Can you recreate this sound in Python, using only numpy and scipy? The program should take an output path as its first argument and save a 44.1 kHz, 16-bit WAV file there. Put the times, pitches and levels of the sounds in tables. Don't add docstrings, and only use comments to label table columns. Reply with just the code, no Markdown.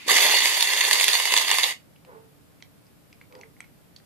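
import sys
import numpy as np
from scipy import signal
from scipy.fft import rfft, irfft, next_fast_len
from scipy.io import wavfile
from scipy.ndimage import uniform_filter1d

SR = 44100
rng = np.random.default_rng(int(sys.argv[2]) if len(sys.argv) > 2 else 0)


def elevation(decibels):
    levels = np.asarray(decibels, float)
    return 10 ** (levels / 20)


def store_wav(level_fs):
    pcm = np.round(np.clip(np.atleast_2d(level_fs), -1, 1) * 32767)
    wavfile.write(sys.argv[1], SR, pcm.T.astype(np.int16))


N = 178913


def rms_one(x):
    return x / np.sqrt(np.mean(x ** 2) + 1e-20)


def at_hz(points, hz):
    points_hz, values = np.transpose(points)
    return np.interp(np.log(hz + 1), np.log(points_hz), values)


def filtered(x, response):
    size = next_fast_len(N + SR // 2)
    hz = np.arange(size // 2 + 1) * SR / size
    return irfft(rfft(x, size) * response(hz), size)[..., :N]


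def butter(x, hz, kind, order=2):
    return signal.sosfilt(signal.butter(order, hz, kind, fs=SR, output="sos"), x)


def resonance(x, hz, width_hz):
    r = np.exp(-np.pi * width_hz / SR)
    zeros = np.array([1, 0, -1]) * (1 - r * r) / 2
    return signal.lfilter(zeros, [1, -2 * r * np.cos(2 * np.pi * hz / SR), r * r], x)


def drift(rate_hz):
    r = np.exp(-2 * np.pi * rate_hz / SR)
    settled = signal.lfilter([1], [1, -2 * r, r * r], rng.standard_normal(N + SR))[SR:]
    return rms_one(settled)


def add(out, s, grain):
    at = round(s * SR)
    out[..., at:at + grain.shape[-1]] += grain[..., :N - at]


def fading(t60, count=2048):
    t = np.arange(count) / SR
    return t, elevation(-60 * t / t60)


ECHOES = rng.standard_normal((2, 16384))


def room(x, far_db=0):
    out = x
    for t60, level_db in (0.009, -11), (0.18, -4.5 + far_db):
        t, fade = fading(t60, count=16384)
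        cloud = ECHOES * fade * np.minimum(t / t60 * 20, 1)
        dulling = 300 / t60 ** 2
        cloud = butter(cloud, dulling / (1 + dulling / 18000), "low", order=1)
        cloud = cloud / np.sqrt(np.sum(cloud ** 2, axis=1, keepdims=True))
        out = out + elevation(level_db) * signal.fftconvolve(x, cloud, axes=1)[:, :N]
    return out


def seep():
    whisper = rms_one(resonance(rng.standard_normal((2, N)), 2400, 510))
    seep_ends_s = 0.19
    return elevation(-45.5) * whisper * (np.arange(N) < seep_ends_s * SR)


# frequency in Hz, density in dB per Hz.
HUM = [(12, -59.5), (20, -25.5), (145, -4), (265, -13.5), (292, -6.5), (320, -16), (426, -16.5),
       (546, -17.5), (897, -23.5), (1180, -25), (2110, -28), (4200, -32), (4950, -32), (5840, -35.5),
       (12300, -31.5), (14500, -33)]


def hum():
    noise = rms_one(filtered(rng.standard_normal((2, N)), lambda hz: elevation(at_hz(HUM, hz))))
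    return elevation(-58.5 + 3.5) * noise


def whine():
    hz = 12380 + 120 * drift(.8) + 90 * drift(150)
    return elevation(-78 + 2.7 * drift(5)) * np.sin(2 * np.pi * np.cumsum(hz) / SR)


# start in seconds, peak in dB, pitch in Hz.
KNOCKS = [
    (0.063, -30, 297),
    (0.079, -23, 478),
    (0.091, -21, 1147),
    (.125, -29, 452),
]


def knocks():
    out = np.zeros(N)
    t, fade = fading(0.036)
    for s, peak_db, hz in KNOCKS:
        bump = np.sin(2 * np.pi * hz * t) * fade * np.minimum(t / 0.0016, 1)
        add(out, s, elevation(peak_db + 14.5) * bump)
    return out


# start in seconds, peak in dB, ring in Hz, spray
# in dB.
SPITS = [(0.068, -26.5, 2380, -19.5), (0.089, -20.5, 3800, -14), (0.1098, -5.5, 1900, -9),
         (0.1162, -1, 3650, -12), (0.2655, -6, 3620, -16), (0.4355, -14, 3370, -11.5),
         (0.457, -2.5, 2590, -12), (0.6256, 0.5, 3740, -6), (0.7354, -5, 3350, -17),
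         (0.7743, -9.5, 3400, -25.5), (0.808, -6.5, 3240, -17.5), (0.889, -9, 4490, -20),
         (0.9114, -2.5, 1900, -5), (0.931, -1.5, 4500, -6), (0.9553, -11.5, 2920, -22),
         (0.9991, -4.5, 3420, -19), (1.011, -4, 2550, -7.5), (1.042, -4.5, 2830, -1.5),
         (1.0815, -2.5, 2060, -6.5), (1.133, -4, 3670, -15.5), (1.153, -2.5, 3690, -28.5),
         (1.255, -8, 2080, -13), (1.3233, -3, 2000, -19), (1.3394, -2, 2000, -16), (1.3661, -4, 3313, -21),
         (1.3762, -0.5, 3450, -15), (1.5145, 1, 2600, -19), (1.585, -5.5, 2180, -13),
         (1.634, -3, 3700, -25.5), (1.6402, -4.5, 3300, -19),
         (0.099, -10, 1896, -18.5), (0.143, -5.5, 5600, -11), (0.164, -5.5, 2900, -13.5),
               (0.169, -5.5, 1900, -10), (0.205, -9.5, 3505, -13.5), (0.209, -8.5, 3600, -16.5),
               (0.185, -1, 2503, -19), (0.2242, -7.5, 3690, -14.5), (0.254, -8, 2787, -15.5),
               (0.367, -7, 3704, -16), (0.391, -11, 3700, -12), (0.405, -12, 3600, -11),
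               (0.424, -14, 3510, -15), (0.473, -6, 2806, -15), (0.493, -10.5, 3470, -14.5),
               (0.543, -13, 3506, -14), (0.562, -19, 3554, -15), (0.589, -15, 3490, -16),
               (0.527, -13, 2820, -19), (0.609, -5, 3660, -24.5), (0.648, -16, 3665, -22),
               (0.674, -8.5, 3306, -22), (0.704, -10.5, 3430, -16.5), (0.812, -4, 2903, -17.5),
               (0.851, -9, 2080, -17), (0.989, -12.5, 3320, -20.5), (1.088, -4.5, 4520, -14.5),
               (1.141, -7.5, 3490, -16.5), (1.187, -16.5, 3640, -23), (1.2, -8, 1940, -18.5),
               (1.235, -28, 3640, -17.5), (1.274, -12, 2707, -15), (1.307, -13, 1973, -14.5),
               (1.398, -12, 3510, -21), (1.417, -23.5, 1910, -10.5), (1.482, -10.5, 2120, -19),
               (1.504, -7, 3300, -22.5), (1.524, -17.5, 3600, -17), (1.542, -10.5, 1748, -24),
               (1.553, -17, 3707, 3.5), (0.843, -9.5, 3380, -18.5), (1.384, -6.5, 3260, -19),
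               (1.448, -15, 3300, -17), (1.574, -18, 2790, -16), (1.599, -13.5, 2937, -17),
               (1.625, -21.5, 3014, -16.5), (1.644, -8.5, 3273, -20.5), (1.709, -19.5, 3000, -16.5)]


def spits():
    thud_at_2k_db, thud_db_per_octave = 2, -15.5
    pop_db, pop_t60_s = 4, 0.0027
    out = np.zeros(N)
    t, fade = fading(0.014, count=1024)
    click = 2.7 * (np.arange(len(t)) == 1)
    for s, peak_db, hz, spray_db in SPITS:
        dull, ring, bright = rng.standard_normal((3, len(t))) * fade * np.minimum(t / 0.000063, 1)
        thud_db = thud_at_2k_db + thud_db_per_octave * np.log2(hz / 2000)
        thud = rms_one(butter(dull, [300, 1500], "band"))
        spray = rms_one(butter(bright, [5000, 13000], "band", order=1))
        pop = rms_one(butter(dull * elevation(-60 * t / pop_t60_s) + click, [400, 9000], "band", order=1))
        puff = rms_one(resonance(ring, hz, 1400))
        puff = puff + elevation(thud_db) * thud + elevation(spray_db + 11.5) * spray + elevation(pop_db) * pop
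        add(out, s, elevation(peak_db + 8) * puff / np.abs(puff).max())
    return out


# time in seconds, flow in dB.
JET = [(0, -51), (.058, -53.5), (.066, -46), (.077, -33), (.083, -24.5), (.11, -19.5), (.25, -19),
       (.46, -23), (.65, -25), (.95, -23.5), (1.15, -24.5), (1.29, -29.5), (1.375, -23), (1.45, -29),
       (1.53, -24), (1.715, -29), (1.745, -53), (1.78, -88.5)]
# centre in seconds, length in seconds, loss in dB.
CHOKES = [(0.602, .04, 2.5), (0.633, 0.011, 3.5), (0.76, 0.01, 4), (1.508, .008, 3), (0.838, 0.0311, 1),
          (1.055, 0.018, 4), (1.084, 0.0348, 1), (1.206, .03, 1.5), (1.321, .02, -0.5), (1.457, .03, 0),
          (1.567, 0.057, 4.0), (1.626, .03, 2)]


def valve_flow():
    t = np.arange(N) / SR
    flow_db = np.interp(t, *np.transpose(JET))
    for s, length, loss_db in CHOKES:
        flow_db = flow_db - loss_db * np.exp(-((t - s) / length * 2) ** 2)
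    return flow_db


# frequency in Hz, share from 0 to 1.
UNSHARED = [(300, .3), (2000, 0.06), (5000, 0.42), (6400, 0.5), (7900, 0.27), (9000, 0.4), (10200, .3),
            (12000, .6), (13500, 0.6)]


def turbulence():
    common, own = rng.standard_normal(N), rng.standard_normal((2, N))
    share = lambda hz: np.clip(at_hz(UNSHARED, hz), 0, 1)
    together = filtered(common, lambda hz: np.sqrt(1 - share(hz)))
    return together + filtered(own, lambda hz: np.sqrt(share(hz)))


def roar(flow_db):
    spits_per_s = 220 * elevation(0.26 * (flow_db + 24.5))
    born = (rng.random(N) < spits_per_s / SR) * elevation(1.4 * np.minimum(rng.exponential(1, N), 1.3))
    swell = signal.lfilter([.65], [1, -elevation(-60 / (0.009 * SR))], born)
    white = butter(turbulence(), [150, 8000], "band", order=1)
    noise = 0
    for octave in np.arange(7, 15, .5):
        band = filtered(white, lambda hz: np.clip(1 - 2 * np.abs(np.log2(hz + 1) - octave), 0, 1))
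        noise = noise + band * elevation(1.6 * drift(9.0))
    swelling = (1 + swell) / (1 + uniform_filter1d(swell, 4096))
    return elevation(flow_db + 5.0) * rms_one(noise) * swelling * elevation(drift(35))


def hiss(flow_db):
    level_db = -31.5 + 0.93 * (flow_db + 28) + 2.4 * drift(16)
    return elevation(level_db) * rms_one(butter(turbulence(), 3685, "high", order=1))


def gurgle(flow_db):
    churn = rms_one(butter(turbulence(), [300, 700], "band"))
    return elevation(-34 + 2.57 * (flow_db + 23.0) + 5.6 * drift(48)) * churn


# frequency in Hz, width in Hz,
# left gain in dB, right gain in dB.
NARROW = [(900, 145, 1.5, 2.5), (1900, 140, -11, 2.5), (2619, 128.4, 0.5, -3), (2050, 120, 1.5, -0.5),
          (2300, 79, -3.5, -14.5), (2865, 109.3, 3, 7.5), (3086, 300, -7, -5), (3690, 450, 3, 7.5),
          (4013, 540, -4, -12.5), (4520, 200, 5.5, 4.5), (5140, 200, -6, 10.5), (5300, 80, 2.5, 1),
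          (3717, 49, 0.5, 3), (6850, 350, 8, -0.5), (7440, 230, 1.5, -2), (9030, 370, -7, 7),
          (490, 53, 1.5, 4.5), (1186, 320, 0.5, 5), (1344, 130, -2, -4), (4370, 90, -2, -4.5),
          (2450, 100, -1, 0.5), (5600, 400, 1, -2), (12650, 446, -2, 1), (10830, 170, 7, 9),
          (11440, 370, -1, 4.5), (10250, 300, 2, 3), (8170, 280, 1.5, -4), (12220, 360, -5, -4)]


def shading(hz, smooth, side):
    narrow_db = sum(row[2 + side] / (1 + (2 * (hz - row[0]) / row[1]) ** 2) for row in NARROW)
    return elevation(at_hz(smooth, hz) + narrow_db)


# frequency in Hz, gain in dB.
TO_LEFT = [(190, -19), (290, -14), (420, -11.5), (1000, -11.5), (1350, -20.5), (1900, 5), (2250, -6.5),
           (2900, 1.5), (4400, -4.5), (4750, -14), (5600, -11.5), (6700, -13.5), (7000, -7.5),
           (10100, -6.5), (12300, -5.5)]
TO_RIGHT = [(190, -14.5), (280, -15), (340, -18), (420, -16), (1000, -8), (1400, -17.5), (2000, 2.5),
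            (3300, -0.5), (4500, 5), (5000, -6), (6700, -1.5), (7200, -3.5), (9000, -7.5), (10800, -7),
            (12200, -6), (13600, -3.5)]
# frequency in Hz, turn in radians.
RIGHT_TURN = [(200, 0.17), (700, 1.2), (3700, 0.43), (4000, 4.1), (7200, 4.5), (7800, 2.3), (8550, 5),
              (9000, 0.7), (9300, 0.4), (9600, 1.9), (10200, 2.8), (11000, 2.4), (11900, 2.9), (12300, 3.9),
              (14000, 3.8)]


def at_microphones(x):
    table_echo_s, table_echo_db, spout_sway = 0.000887, -19, 0.019
    echo = lambda hz: 1 + elevation(table_echo_db) * np.exp(-2j * np.pi * hz * table_echo_s)
    turn = lambda hz: np.exp(1j * at_hz(RIGHT_TURN, hz))
    sway, out = .5 + .5 * np.tanh(drift(2.0)), 0
    for share, shift in (sway, 1 + spout_sway), (1 - sway, 1 - spout_sway):
        left = filtered(share * x[0], lambda hz: shading(hz * shift, TO_LEFT, side=0))
        to_right = lambda hz: shading(hz * shift, TO_RIGHT, side=1) * turn(hz) * echo(hz)
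        right = filtered(share * x[1], to_right)
        out = out + np.array([left, right])
    return room(out, far_db=-6.0)


# start in seconds, peak in dB, ring in Hz, crack in Hz, crack level in dB.
TICKS = [(1.961, -47.5, 2720, 3280, -18), (2.0491, -50.5, 2600, 3320, 15), (2.049, -48, 752, 702, -3),
         (2.605, -52, 2500, 2600, -5), (2.857, -63, 5090, 5100, -9), (3.389, -52, 5300, 5560, 3),
         (2.624, -42.5, 2060, 3300, 17.5), (2.6237, -50, 600, 5070, 19), (2.867, -54.5, 5110, 2300, -2),
         (3.128, -41.5, 2516, 4580, 9), (3.213, -39.5, 2220, 1500, 9), (3.3244, -44.5, 2400, 4930, 5),
         (3.352, -44.5, 2070, 4810, 14.5), (3.412, -41.5, 2400, 5300, 13.5),
         (3.4334, -39.5, 2050, 1000, -2), (3.5661, -52, 2100, 5300, -11), (3.6043, -31, 2180, 4980, -11),
         (3.6045, -46.5, 1160, 8400, 19.5), (3.6403, -48, 2230, 4020, -14.5), (3.644, -43, 2200, 4000, -9),
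         (3.9624, -38, 4400, 5300, 0), (3.963, -46.5, 3400, 3410, 8), (3.985, -53, 4600, 4580, -7.5),
         (4.0012, -52, 1795, 3920, 12.5)]


def cap():
    out = np.zeros((2, N))
    t, fade = fading(0.035, count=4096)
    rise = np.minimum(t / 0.0012, 1)
    for s, peak_db, hz, crack_hz, crack_db in TICKS:
        rung = 1.93 * np.sin(2 * np.pi * hz * t) * elevation(-60 * t / 0.0046)
        rattle = 0.6 * resonance(rng.standard_normal(len(t)), hz, 0.26 * hz) * fade
        snap = rng.standard_normal(len(t)) * elevation(-60 * t / 0.0043) * rise
        broad = butter(snap, [0.45 * crack_hz, 1.6 * crack_hz], "band")
        crack = elevation(crack_db) * (resonance(snap, crack_hz, 0.25 * crack_hz) + 0.27 * broad)
        body = butter((rung + rattle) * rise + crack, 8800, "low", order=4)
        add(out, s, elevation(peak_db + 7.5) * body * elevation([[-1.5], [1.5]]))
        add(out, s, elevation(peak_db - 24.5) * butter(snap, 7000, "high"))
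    return room(out, far_db=-7.0)


# start in seconds, pitch in Hz, effort in dB, seconds until the pitch sags,
# fall in dB per second.
BARKS = [
    (2.049, 499.4, -56.5, 0.0486, 140),
    (3.293, 504.5, -57.5, .085, 186),
]
# resonance in Hz, width in Hz, level in dB.
WALLS = [(437, 66, 4.5), (529, 66, 3.5), (940, 50, -13), (650, 34, -3), (820, 74, -1.5), (1080, 160, -10),
         (1288, 580, -60)]


def dog():
    rise_s, hold_s, sag_share, sag_s = 0.046, 0.054, 0.11, 0.0298
    voice = np.zeros(N)
    for s, pitch_hz, effort_db, sag_at_s, fall_db_per_s in BARKS:
        t = np.arange(N) / SR - s
        sag = 1 - sag_share * np.clip((t - sag_at_s) / sag_s, 0, 1)
        cycle = np.cumsum(pitch_hz * sag * (1 + 0.0232 * drift(36.9))) / SR % 1
        hoarse = 2 * cycle - 1 + 2.7 * rng.standard_normal(N)
        fall_db = fall_db_per_s * np.maximum(t - rise_s - hold_s, 0)
        voice += hoarse * elevation(effort_db + 9.5 - fall_db) * np.clip(t / rise_s, 0, 1)
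    through = sum(elevation(level_db) * resonance(voice, hz, width) for hz, width, level_db in WALLS)
    through = butter(through, 2000, "low")
    pair = np.array([np.roll(through, shift=14), through])
    return room(pair * elevation([[-1.5], [1.5]]), far_db=-4.0)


def scene():
    flow_db = valve_flow()
    is_open = np.arange(N) < JET[-1][0] * SR
    gas = (roar(flow_db) + hiss(flow_db) + gurgle(flow_db)) * is_open
    jet = gas + spits() + knocks()
    mix = at_microphones(jet) + cap() + dog() + hum() + whine() + seep()
    return .9 * np.tanh(mix / .9)


# frequency in Hz, share from 0 to 1.
THINNING = [(700, .02), (1400, .12), (3400, .3), (7000, .5), (14000, .42)]


def masked_out(x, below_db):
    hop, start = 1024, 416
    k = np.arange(hop) + .5
    basis = np.cos(np.pi / hop * np.outer(np.arange(2 * hop) + .5 + hop / 2, k)) * np.sqrt(2 / hop)
    basis = basis * signal.windows.kaiser_bessel_derived(2 * hop, 4 * np.pi)[:, None]
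    pair = np.pad([x[0] + x[1], x[0] - x[1]], ((0, 0), (2 * hop - start, 3 * hop)))
    halves = pair[:, :pair.shape[1] // hop * hop].reshape(2, -1, hop)
    frames = np.concatenate([halves[:, :-1], halves[:, 1:]], axis=2)
    lines, hz = frames @ basis, k * SR / 2 / hop
    around = uniform_filter1d(lines ** 2, size=96, axis=2) + 1e-20
    band = np.repeat(np.mean(lines.reshape(2, -1, hop // 16, 16) ** 2, axis=3), 16, axis=2)
    thin = lines ** 2 < around * at_hz(THINNING, hz) ** 2
    sunk = uniform_filter1d(band / around, size=2, axis=1) < elevation(2 * below_db)
    weak = thin | (sunk & (hz > 5000) & (hz < 14000))
    edge = np.diff(frames, axis=2) ** 2
    sharpest = uniform_filter1d(edge, size=64, axis=2).max(axis=(0, 2))
    clicky = sharpest > 9 * edge.mean(axis=2).max(axis=0)
    lost = (lines * weak * ~clicky[:, None]) @ basis.T
    lost = lost[:, 1:, :hop] + lost[:, :-1, hop:]
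    mid, side = lost.reshape(2, -1)[:, hop - start:hop - start + N] / 2
    return x - np.array([mid + side, mid - side])


def top_cut(x):
    return signal.sosfilt(signal.butter(12, 15890, fs=SR, output="sos"), x)


# time in seconds, top octave in dB, share of bass kept from 0 to 1.
SNAPS = [(.084, -13, 1.1), (.215, -35, 0.18), (0.6271, -4, 0.5), (.81, -30, 0.1), (.92, -18.5, 0),
         (1.0412, -8, 0.03), (1.0806, -14.5, 0.01), (1.3384, -8.5, 0.4), (1.515, -4, 0.46),
         (1.72, -46.5, 0.9), (3.602, -2, .1), (3.961, -6, 0.2)]
# start in seconds, end in seconds, left edge in Hz, right edge in Hz.
BASS_DROPPED = [(.16, .22, 250, 260), (.32, .39, 230, 320), (.39, .5, 230, 210), (.5, .6, 260, 320),
                (.69, .74, 250, 320), (.8, .87, 300, 340), (.87, .99, 240, 340), (.99, 1.05, 310, 330),
                (1.05, 1.19, 240, 350), (1.19, 1.31, 250, 340), (1.38, 1.43, 230, 420),
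                (1.43, 1.5, 230, 200), (1.53, 1.57, 210, 300), (1.57, 1.67, 250, 300)]


def record(dry):
    cutoff_hz = 14530
    loud_db = 10 * np.log10(uniform_filter1d(np.mean(dry ** 2, axis=0), 1024) + 1e-12)
    dropped, top_kept = np.clip((loud_db + 46) / 8, 0, 1), np.zeros(N)
    for s, top_db, share in SNAPS:
        at = round(s * SR)
        dropped[at - 1100:at + 1100] *= 1 - np.clip(share, 0, 1) * np.hanning(2200)
        top_kept[at - 128:at + 256] = elevation(top_db) * np.hanning(384)
    body = filtered(dry, lambda hz: 1 / (1 + (hz / cutoff_hz) ** 900))
    top_slope = lambda hz: elevation(-0.018 * np.maximum(hz - cutoff_hz, 0)) * (hz > cutoff_hz)
    dry = body + filtered(top_kept * (dry - body), top_slope)
    low = filtered(dry, lambda hz: 1 / (1 + (hz / 195) ** 30))
    bass = low
    for start, end, *edges_hz in BASS_DROPPED:
        inside = np.abs(np.arange(N) / SR - (start + end) / 2) < (end - start) / 2
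        during = uniform_filter1d(1. * inside, size=512)
        wider = filtered(dry, lambda hz: 1 / (1 + (hz / np.c_[edges_hz]) ** 30))
        bass = bass + during * (wider - low)
    mix = masked_out(dry - .993 * dropped * bass, below_db=-3.3)
    return top_cut(mix)


dry = scene()
out = record(dry)
store_wav(out)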